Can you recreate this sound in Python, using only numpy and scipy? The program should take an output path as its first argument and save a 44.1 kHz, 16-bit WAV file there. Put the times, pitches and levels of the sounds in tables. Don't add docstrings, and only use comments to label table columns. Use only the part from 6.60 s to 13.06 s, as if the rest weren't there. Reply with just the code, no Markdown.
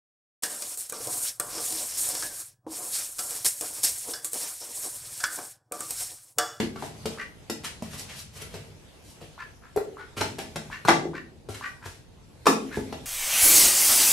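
import sys
import numpy as np
from scipy import signal
from scipy.io import wavfile
from scipy.ndimage import uniform_filter1d

SR = 44100
rng = np.random.default_rng(int(sys.argv[2]) if len(sys.argv) > 2 else 0)


def file_out(sig):
    cols = np.atleast_2d(sig).T
    lim = np.clip(cols, -1, 1)
    pcm = np.round(lim * 32767).astype(np.int16)
    wavfile.write(sys.argv[1], SR, pcm)


N = 284791


def gain_of(db):
    return 10 ** (np.asarray(db) / 20)


def evened(x):
    return x / np.sqrt(np.mean(x ** 2) + 1e-20)


def read(points, hz):
    f, value = np.transpose(points)
    return np.interp(np.log(hz + 1), np.log(f + 1), value)


def follow(points, t):
    return gain_of(np.interp(t, *np.transpose(points)))


def add(mix, s, sound, pan_db=0.):
    part = mix[:, round(s * SR):][:, :sound.shape[-1]]
    part += gain_of([[pan_db / 2], [-pan_db / 2]]) * sound[..., :part.shape[1]]


def colour(points, size=2048):
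    hz = abs(np.fft.fftfreq(2 * size, 1 / SR))
    log_gain = read(points, hz) * np.log(10) / 20
    return np.fft.ifft(np.exp(np.conj(signal.hilbert(log_gain)))).real[:size]


def resonate(x, hz, width):
    turn = np.exp(2j * np.pi * np.cumsum(hz * np.ones(len(x))) / SR)
    r = np.exp(-np.pi * width / SR)
    return 2 * (turn * signal.lfilter([1 - r], [1, -r], x / turn)).real


def pair(z, hz, same):
    c = np.clip(read(same, hz), -1, 1)[:, None]
    return np.array([z[0], c * z[0] + np.sqrt(1 - c ** 2) * z[1]])


def patchy(points, patch_db):
    # frequency in Hz, likeness from 0 to 1.
    likeness = [(60, 0.29), (230, 0.44), (910, 0.27), (3530, 0.08), (13700, 0.19)]
    frames, hz = N // 256 + 5, np.fft.rfftfreq(1024, 1 / SR)
    a, b, c, d, patches = rng.standard_normal((frames, 513, 5)).T
    patches = evened(uniform_filter1d(uniform_filter1d(patches, 14, 0), 10, 1))
    z = pair([a + 1j * b, c + 1j * d], hz, likeness)
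    z = z * gain_of(read(points, hz)[:, None] + patch_db * patches)
    return evened(signal.istft(z, nperseg=1024, noverlap=768)[1][:, :N])


def hum():
    # frequency in Hz, relative level in dB per Hz.
    air_tone = [(12, -47), (20, -11), (32, -2), (70, -5), (260, -13.5), (313, -16), (442, -15.5),
                (597, -21.5), (905, -22.5), (1110, -32), (5000, -39), (6500, -46), (11000, -120)]
    # time in seconds, rms level in dB.
    rumble_level = [(0.0, -51), (0.45, -48), (0.7, -65), (1.11, -51), (1.69, -49.5), (1.98, -49),
                    (2.3, -60.5), (2.68, -59), (3.38, -72), (3.65, -46), (4.02, -58.5), (5.14, -59),
                    (5.34, -63), (6.11, -51.5), (6.31, -50), (6.45, -46.5)]
    # time in seconds, rms level in dB.
    stir_level = [(0.0, -35), (0.15, -58.5), (0.54, -45.5), (0.72, -57.5), (1.11, -54.5), (1.47, -49),
                  (1.62, -67), (1.81, -48.5), (2.06, -56), (2.84, -56), (3.0, -60.5), (4.06, -52),
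                  (4.47, -59), (4.85, -64), (5.08, -50), (5.3, -65), (5.75, -60), (6.03, -50)]
    # frequency in Hz, relative level in dB per Hz.
    stir_tone = [(500, 8), (1500, 1), (3000, 2.2), (7000, -3.5), (11000, -6), (13200, -12.5), (14200, -72)]
    air_db = -52.5
    t = np.arange(N) / SR
    band = signal.butter(3, [62, 170], "band", fs=SR, output="sos")
    low = signal.sosfilt(band, rng.standard_normal((2, N)))
    low = evened(low + 0.71 * low[::-1])
    rumble = low * follow(rumble_level, t)
    stir = patchy(stir_tone, patch_db=2.5) * follow(stir_level, t)
    return gain_of(air_db) * patchy(air_tone, patch_db=1.54) + stir + rumble


def tail():
    # frequency in Hz, time to fall 60 dB in seconds.
    decay = [(100, 1), (300, 0.73), (1000, 0.3), (3000, 0.33), (8000, 0.36), (14000, 0.19)]
    # frequency in Hz, relative level in dB.
    returned = [(100, -6), (400, -7.5), (900, -5.5), (1800, 0.5), (5000, -1.3), (13000, -1.5)]
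    # frequency in Hz, likeness from 0 to 1.
    likeness = [(100, 1), (400, 0.67), (1200, 0.022), (10000, 0.041)]
    taps = np.zeros((2, SR))
    starts = np.arange(130, SR - 20, 20)
    at = starts + rng.integers(0, 20, (2, len(starts)))
    np.put_along_axis(taps, at, rng.choice([-1., 1.], at.shape), 1)
    hz, t, z = signal.stft(taps, SR, nperseg=256)
    t60 = read(decay, hz)[:, None]
    fading_db = read(returned, hz)[:, None] - 60 * t / t60
    z = pair(z, hz, likeness) * gain_of(fading_db) / np.sqrt(t60)
    answer = signal.istft(z, SR, nperseg=256)[1]
    return answer / np.linalg.norm(answer[0])


def tiles(x, count=3):
    turn = 2 * np.pi * 2.3 * np.arange(N) / SR
    answer = 0
    for k in range(count):
        share = np.sqrt(2 / count) * np.cos(turn + np.pi * k / count)
        answer = answer + signal.fftconvolve((x * share)[None], tail(), axes=1)[:, :N]
    return answer


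def rustle(peak_s, db, rise, fall, bright_db):
    # frequency in Hz, relative level in dB per Hz.
    rub_tone = [(240, -36.5), (400, -1.5), (882, -4), (1090, -2.5), (1490, -3.5), (2870, -2.5),
                (3590, -5.5), (10400, -12.5), (14200, -21.5)]
    in_db, out_db = -16, -25.5
    t = np.arange(0, rise + fall, 1 / SR)
    level_db = db + np.interp(t, [0, rise, rise + fall], [in_db, 0, out_db])
    hair, clumps, size = rng.standard_normal((SR // 2, 3))[:len(t)].T
    ticks = 9 * size * (rng.random(SR // 2)[:len(t)] < 120 / SR)
    slips = (hair + ticks) * gain_of(1.3 * evened(uniform_filter1d(clumps, 250)))
    rub = evened(signal.fftconvolve(slips, colour(rub_tone))[:len(slips)])
    high = signal.sosfilt(signal.butter(2, 4000, "high", fs=SR, output="sos"), rub)
    rub += (gain_of(bright_db) - 1) * high
    return peak_s - rise, gain_of(level_db) * rub


def blow(knock_db, knock_hz, boom_db, thump_db, thump_hz, hollow_db, scuff_db, bright_db, contact, ring):
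    # frequency in Hz, relative
    # level in dB, time to fall 60 dB in seconds at a ring factor of 1.
    listed = np.array([(97.2, 4.5, 0.33), (124, -34, 0.21), (162, 17, 0.24), (203.2, 4.5, 0.17),
                       (221, 6.5, 0.5), (263.9, 1.5, 0.56), (337.5, 5.5, 0.24), (380.7, 1, 0.17),
                       (422, 9.5, 0.073), (448.9, -1, 0.39), (482.6, -4, 0.29), (572, 0, 0.23),
                       (633, -5.5, 0.43), (686.4, 0.5, 0.13), (777, 1, 0.15), (840, -3, 0.092),
                       (896, -9.5, 0.033), (939, 12, 0.033), (1144, 13, 0.03), (1362, 5.5, 0.11),
                       (1459, 5.5, 0.035), (1556, 15, 0.011), (2034, -0.5, 0.051), (2707, -12, 0.045),
                       (3476, -9.8, .1), (4130, 4.5, 0.02)])
    # frequency in Hz, relative level in dB.
    scuff_tone = [(200, -23), (700, 10), (2000, 0.3), (5000, -0.5), (9000, -6.5), (14000, -15)]
    boom_hz, hollow_hz, rattle_hz = 96, 410, 2780
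    rattle_db = scuff_db - 15
    t = np.arange(SR // 4) / SR

    weak_hz = 90 * 2 ** (np.arange(40) / 8 + rng.uniform(0, 1 / 8, 40))
    hz = np.r_[listed[:, 0], weak_hz][:, None]
    db = np.r_[listed[:, 1], np.full(40, -4.5)][:, None]
    t60 = ring * np.r_[listed[:, 2], 2.2 / np.sqrt(weak_hz)][:, None]

    regions = [(knock_db, knock_hz, .5), (boom_db, boom_hz, .35), (thump_db, thump_hz, .35),
               (hollow_db, hollow_hz, .25), (rattle_db, rattle_hz, .9)]
    strength = sum(gain_of(d) * np.exp(-(np.log2(hz / f) / octaves) ** 2) for d, f, octaves in regions)
    phase = rng.uniform(0, 2 * np.pi, hz.shape)
    phase = phase + 0.31 * rng.standard_normal((2, *hz.shape))
    steps = rng.standard_normal((len(hz), len(t) // 400 + 2))
    waver = np.array([np.interp(t * SR / 400, np.arange(len(row)), row) for row in steps])
    rings = (1 + 0.69 * waver) * np.exp((2j * np.pi * hz - np.log(1000) / t60) * t)
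    weights = (strength * gain_of(db) * np.exp(1j * phase))[..., 0]
    modes = (weights @ rings).imag * np.sqrt(1 - t / t[-1])
    struck = modes * (1 - np.exp(-t / (0.19 * contact)))

    roughness = uniform_filter1d(rng.exponential(1, len(t)), 30)
    grain = rng.standard_normal(len(t)) * gain_of(1.3 * roughness)
    tone = [(f, d + bright_db * np.log2(f / 4000)) for f, d in scuff_tone]
    scuff = evened(signal.fftconvolve(grain, colour(tone))[:len(t)]) * np.exp(-t / contact)
    return struck + gain_of(scuff_db) * scuff * (1 - np.exp(-t / 0.0017))


def quack(pop_db, pop_hz, swell, effort_db, fade_db_per_s, hz, low_db):
    # ratio to the main resonance, width in Hz of the first of two
    # passes, relative level in dB.
    throat_modes = [(.6, 130, -7), (.79, 150, -7), (1.0, 130, 0), (1.12, 150, -13), (1.26, 160, -9),
                    (1.52, 220, -14), (2.3, 1800, -27)]
    swell_db, hold_s, fade_db = 8.5, .03, 30.5
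    pop_s = .0008
    overtone = 5
    t = np.arange(0, swell + hold_s + fade_db / fade_db_per_s, 1 / SR)
    murmur_db = swell_db * (1 - (t / swell) ** 4)
    faded_db = fade_db_per_s * np.maximum(t - swell - hold_s, 0)
    level_db = effort_db - np.where(t < swell, murmur_db, faded_db)

    wobble, air, force, drift = rng.standard_normal((SR // 4, 4))[:len(t)].T
    pulse_hz = hz / overtone * (1 + .07 * evened(uniform_filter1d(wobble, 200)))
    turns = np.cumsum(pulse_hz) / SR
    pulses = np.diff(np.floor(turns), prepend=0) * gain_of(1.5 * force)
    puffs = (1.2 + np.exp(-(turns % 1) / 0.16)) * air
    flutter_hz = 65 * (1 + 0.17 * evened(uniform_filter1d(drift, 400)))
    beats = np.cumsum(flutter_hz) / SR - 65 * (swell + 0.0049)
    throb = gain_of(5 * np.cos(2 * np.pi * beats))
    drive = (.6 * evened(pulses) + .5 * evened(puffs)) * throb

    opening_hz = hz * (1 - 0.44 * np.exp(-t / 0.009))
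    throat = 0
    for k, (ratio, width, db) in enumerate(throat_modes):
        gain = (-1) ** k * gain_of(db + low_db * (ratio < 1))
        once = resonate(drive, ratio * opening_hz, width)
        throat = throat + gain * resonate(once, ratio * opening_hz, 3.2 * width)
    voice = gain_of(level_db) * evened(throat) * np.minimum(t / 0.0022, 1)
    pop = t / pop_s * np.exp(1 - t / pop_s) * np.sin(2 * np.pi * pop_hz * t)
    return voice + gain_of(pop_db) * pop


def scene():
    # bill opens in seconds, pop in dB, pop in Hz, swell in
    # seconds, effort in dB, fade in dB per second, main throat resonance in Hz once the bill is open,
    # extra level of the resonances below it in dB.
    quacks = [(0.575, -32, 1170, .021, -31, 1097, 1916, 0), (2.779, -31, 1010, 0.018, -36, 595, 1744, 2),
              (3.019, -60, 1000, 0.014, -48.5, 349, 1703, 5), (3.37, -29, 1130, 0.019, -39, 395, 1440, -4),
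              (4.101, -28, 940, .021, -34.5, 353, 1813, 0), (4.534, -28.5, 960, 0.016, -35, 695, 1802, 0.5),
              (5.011, -25, 1040, 0.0234, -31, 500, 1885, 4.5),
              (5.213, -58, 1000, 0.011, -42.5, 350, 1654, 1),
              (6.107, -49.5, 860, 0.017, -34.5, 699, 1699, -4.5)]
    # start in seconds, knock in dB, knock
    # in Hz, boom in dB, thump in dB, thump in Hz, hollow in dB, scuff in dB, scuff brightness in dB
    # per octave, contact in seconds, ring length as a factor, left minus right in dB.
    blows = [(0.001, -38, 934, -36.5, -28, 247, -29.5, -15, -2, 0.0032, 0.54, 1.5),
             (0.029, -36, 740, -39, -24, 279, -36.5, -33, -.8, 0.012, 0.32, -1),
             (0.158, -44.5, 1180, -63, -53, 263, -46, -33, -3, 0.008, 1.2, 1),
             (0.223, -35.5, 750, -67, -44, 212, -41.5, -26, -3.3, 0.0038, .95, 2.5),
             (0.456, -27, 540, -40, -35, 215, -39, -21, 1.5, 0.0056, 0.51, 1),
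             (0.898, -33.5, 660, -42.5, -31.5, 259, -29.5, -17.5, 2.5, 0.0041, 0.35, 2.5),
             (1.046, -47, 1280, -67, -64, 229, -63, -35, 18, 0.0037, 0.28, 4),
             (1.222, -33.5, 706, -49.5, -34.5, 206, -41.5, -30, 3, 0.004, 0.38, 0.5),
             (1.344, -51, 705, -40, -50, 150, -51, -50, 1, 0.0028, 0.27, 2),
             (1.819, -52, 680, -61, -60, 182, -48.5, -28.5, 9, 0.0034, 0.82, 5),
             (1.939, -42, 573, -39, -49.5, 206, -45, -34.5, -0.3, 0.012, 1.05, 2.5),
             (2.615, -45.5, 593, -36.5, -57, 151, -43, -55, 9.9, .005, 0.5, 3),
             (3.161, -31.5, 640, -73, -51, 308, -25.5, -27.5, 12.5, 0.0051, 0.92, 1.5),
             (3.174, -30.5, 800, -82, -50, 261, -23.5, -23.5, 4, 0.0012, 0.53, 1),
             (3.568, -47.5, 1250, -38, -43, 227, -38, -41, -5, 0.0062, 1.5, -1),
             (3.609, -22, 840, -41.5, -30.5, 267, -30, -13.5, -1.5, 0.0067, 0.78, 0),
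             (3.784, -38, 740, -53.5, -46.5, 220, -45, -30, 2, 0.0047, 1.66, 1),
             (3.958, -31.5, 616, -40.5, -33.5, 204, -36, -19.5, -0.4, 0.005, 0.43, 1.5),
             (4.25, -33.5, 950, -46, -41, 150, -39, -24, 1.5, 0.004, 0.84, 1),
             (4.284, -14.5, 855, -56.5, -26, 310, -31, -4.5, -2, 0.0064, 1.01, 4),
             (4.291, -16.5, 830, -54, -34.5, 154, -25.5, -6, -2.5, 0.00057, .55, -2),
             (4.304, -19.5, 860, -57, -25, 296, -40, -29, -4, 0.0058, 0.55, 2),
             (4.454, -65, 767, -50.5, -40, 262, -31.5, -60, -3, 0.004, 0.9, 1),
             (4.486, -46.5, 790, -66, -43.5, 191, -42, -55, .1, .003, .59, -1),
             (4.887, -37.5, 870, -38, -44.5, 268, -39.5, -35.5, 2, 0.0037, 0.73, 4),
             (5.258, -46.5, 1010, -41, -52, 256, -46, -33, 0, 0.0061, 0.56, 2.5),
             (5.856, -44, 738, -80, -30, 298, -29, -21.5, -.3, 0.0077, 0.44, 0),
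             (5.867, -11, 956, -58, -28.5, 312, -16, -4.5, -0.7, 0.0045, 0.64, 1.5),
             (5.883, -49, 794, -66, -20, 268, -22, -27, 9.5, 0.016, 0.85, -1),
             (6.171, -47.5, 640, -27.5, -29, 248, -30, -27.5, -7.5, 0.011, 0.81, -.5),
             (6.325, -34.5, 704, -51, -57, 210, -34, -27, -1.5, 0.0055, 0.61, 2.5)]
    # strongest moment in seconds, level in dB, rise in seconds, fall in
    # seconds, brightness in dB above about 4 kHz.
    strokes = [(0.252, -42.5, .11, 0.063, 4), (1.048, -28, .012, 0.049, 2), (1.234, -44.5, .005, 0.12, 2.5),
               (1.342, -40, 0.052, 0.065, 4), (1.392, -41.5, 0.021, 0.057, 12.5),
               (1.498, -40, .02, 0.19, -4), (1.6, -48.5, 0.11, 0.053, 12.5),
               (1.774, -43, 0.047, 0.047, 5.5), (1.822, -38.5, 0.035, 0.025, 2),
               (1.94, -46, 0.067, 0.21, 0), (2.508, -55, 0.092, 0.059, 10.5), (2.616, -47, 0.014, 0.077, 1),
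               (3.572, -31.5, 0.0068, 0.17, -0.5), (3.789, -36, .005, 0.088, 0),
               (4.122, -42, 0.023, 0.058, -11.5), (4.257, -47, .003, 0.044, 8.5),
               (4.279, -20, .006, 0.01, -19), (4.892, -44, .004, 0.24, 5),
               (4.946, -36.5, 0.0053, 0.045, -1.5), (5.26, -44.5, .03, 0.17, 3.5),
               (6.16, -53.5, 0.038, 0.086, 17.5)]
    voice, scuffle = np.zeros((2, 2, N))
    for s, *call in quacks:
        add(voice, s, quack(*call), pan_db=1.5)
    for s, *touch, pan_db in blows:
        add(scuffle, s, blow(*touch), pan_db)
    for stroke in strokes:
        add(scuffle, *rustle(*stroke), pan_db=0.8)
    answer = tiles((gain_of(-5) * voice + scuffle).mean(0))
    direct = gain_of(-4.0) * (voice + scuffle)
    return direct + gain_of([[-.9], [-2.1]]) * answer + hum()


def record(dry):
    edge_hz = 14250
    thin = signal.sosfilt(signal.butter(2, 38, "high", fs=SR, output="sos"), dry)
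    rounded = .95 * np.tanh(thin / .95)
    band_limit = signal.firwin(511, edge_hz, window=("kaiser", 9), fs=SR)
    return signal.oaconvolve(rounded, band_limit[None], "same")


dry = scene()
out = record(dry)
file_out(out)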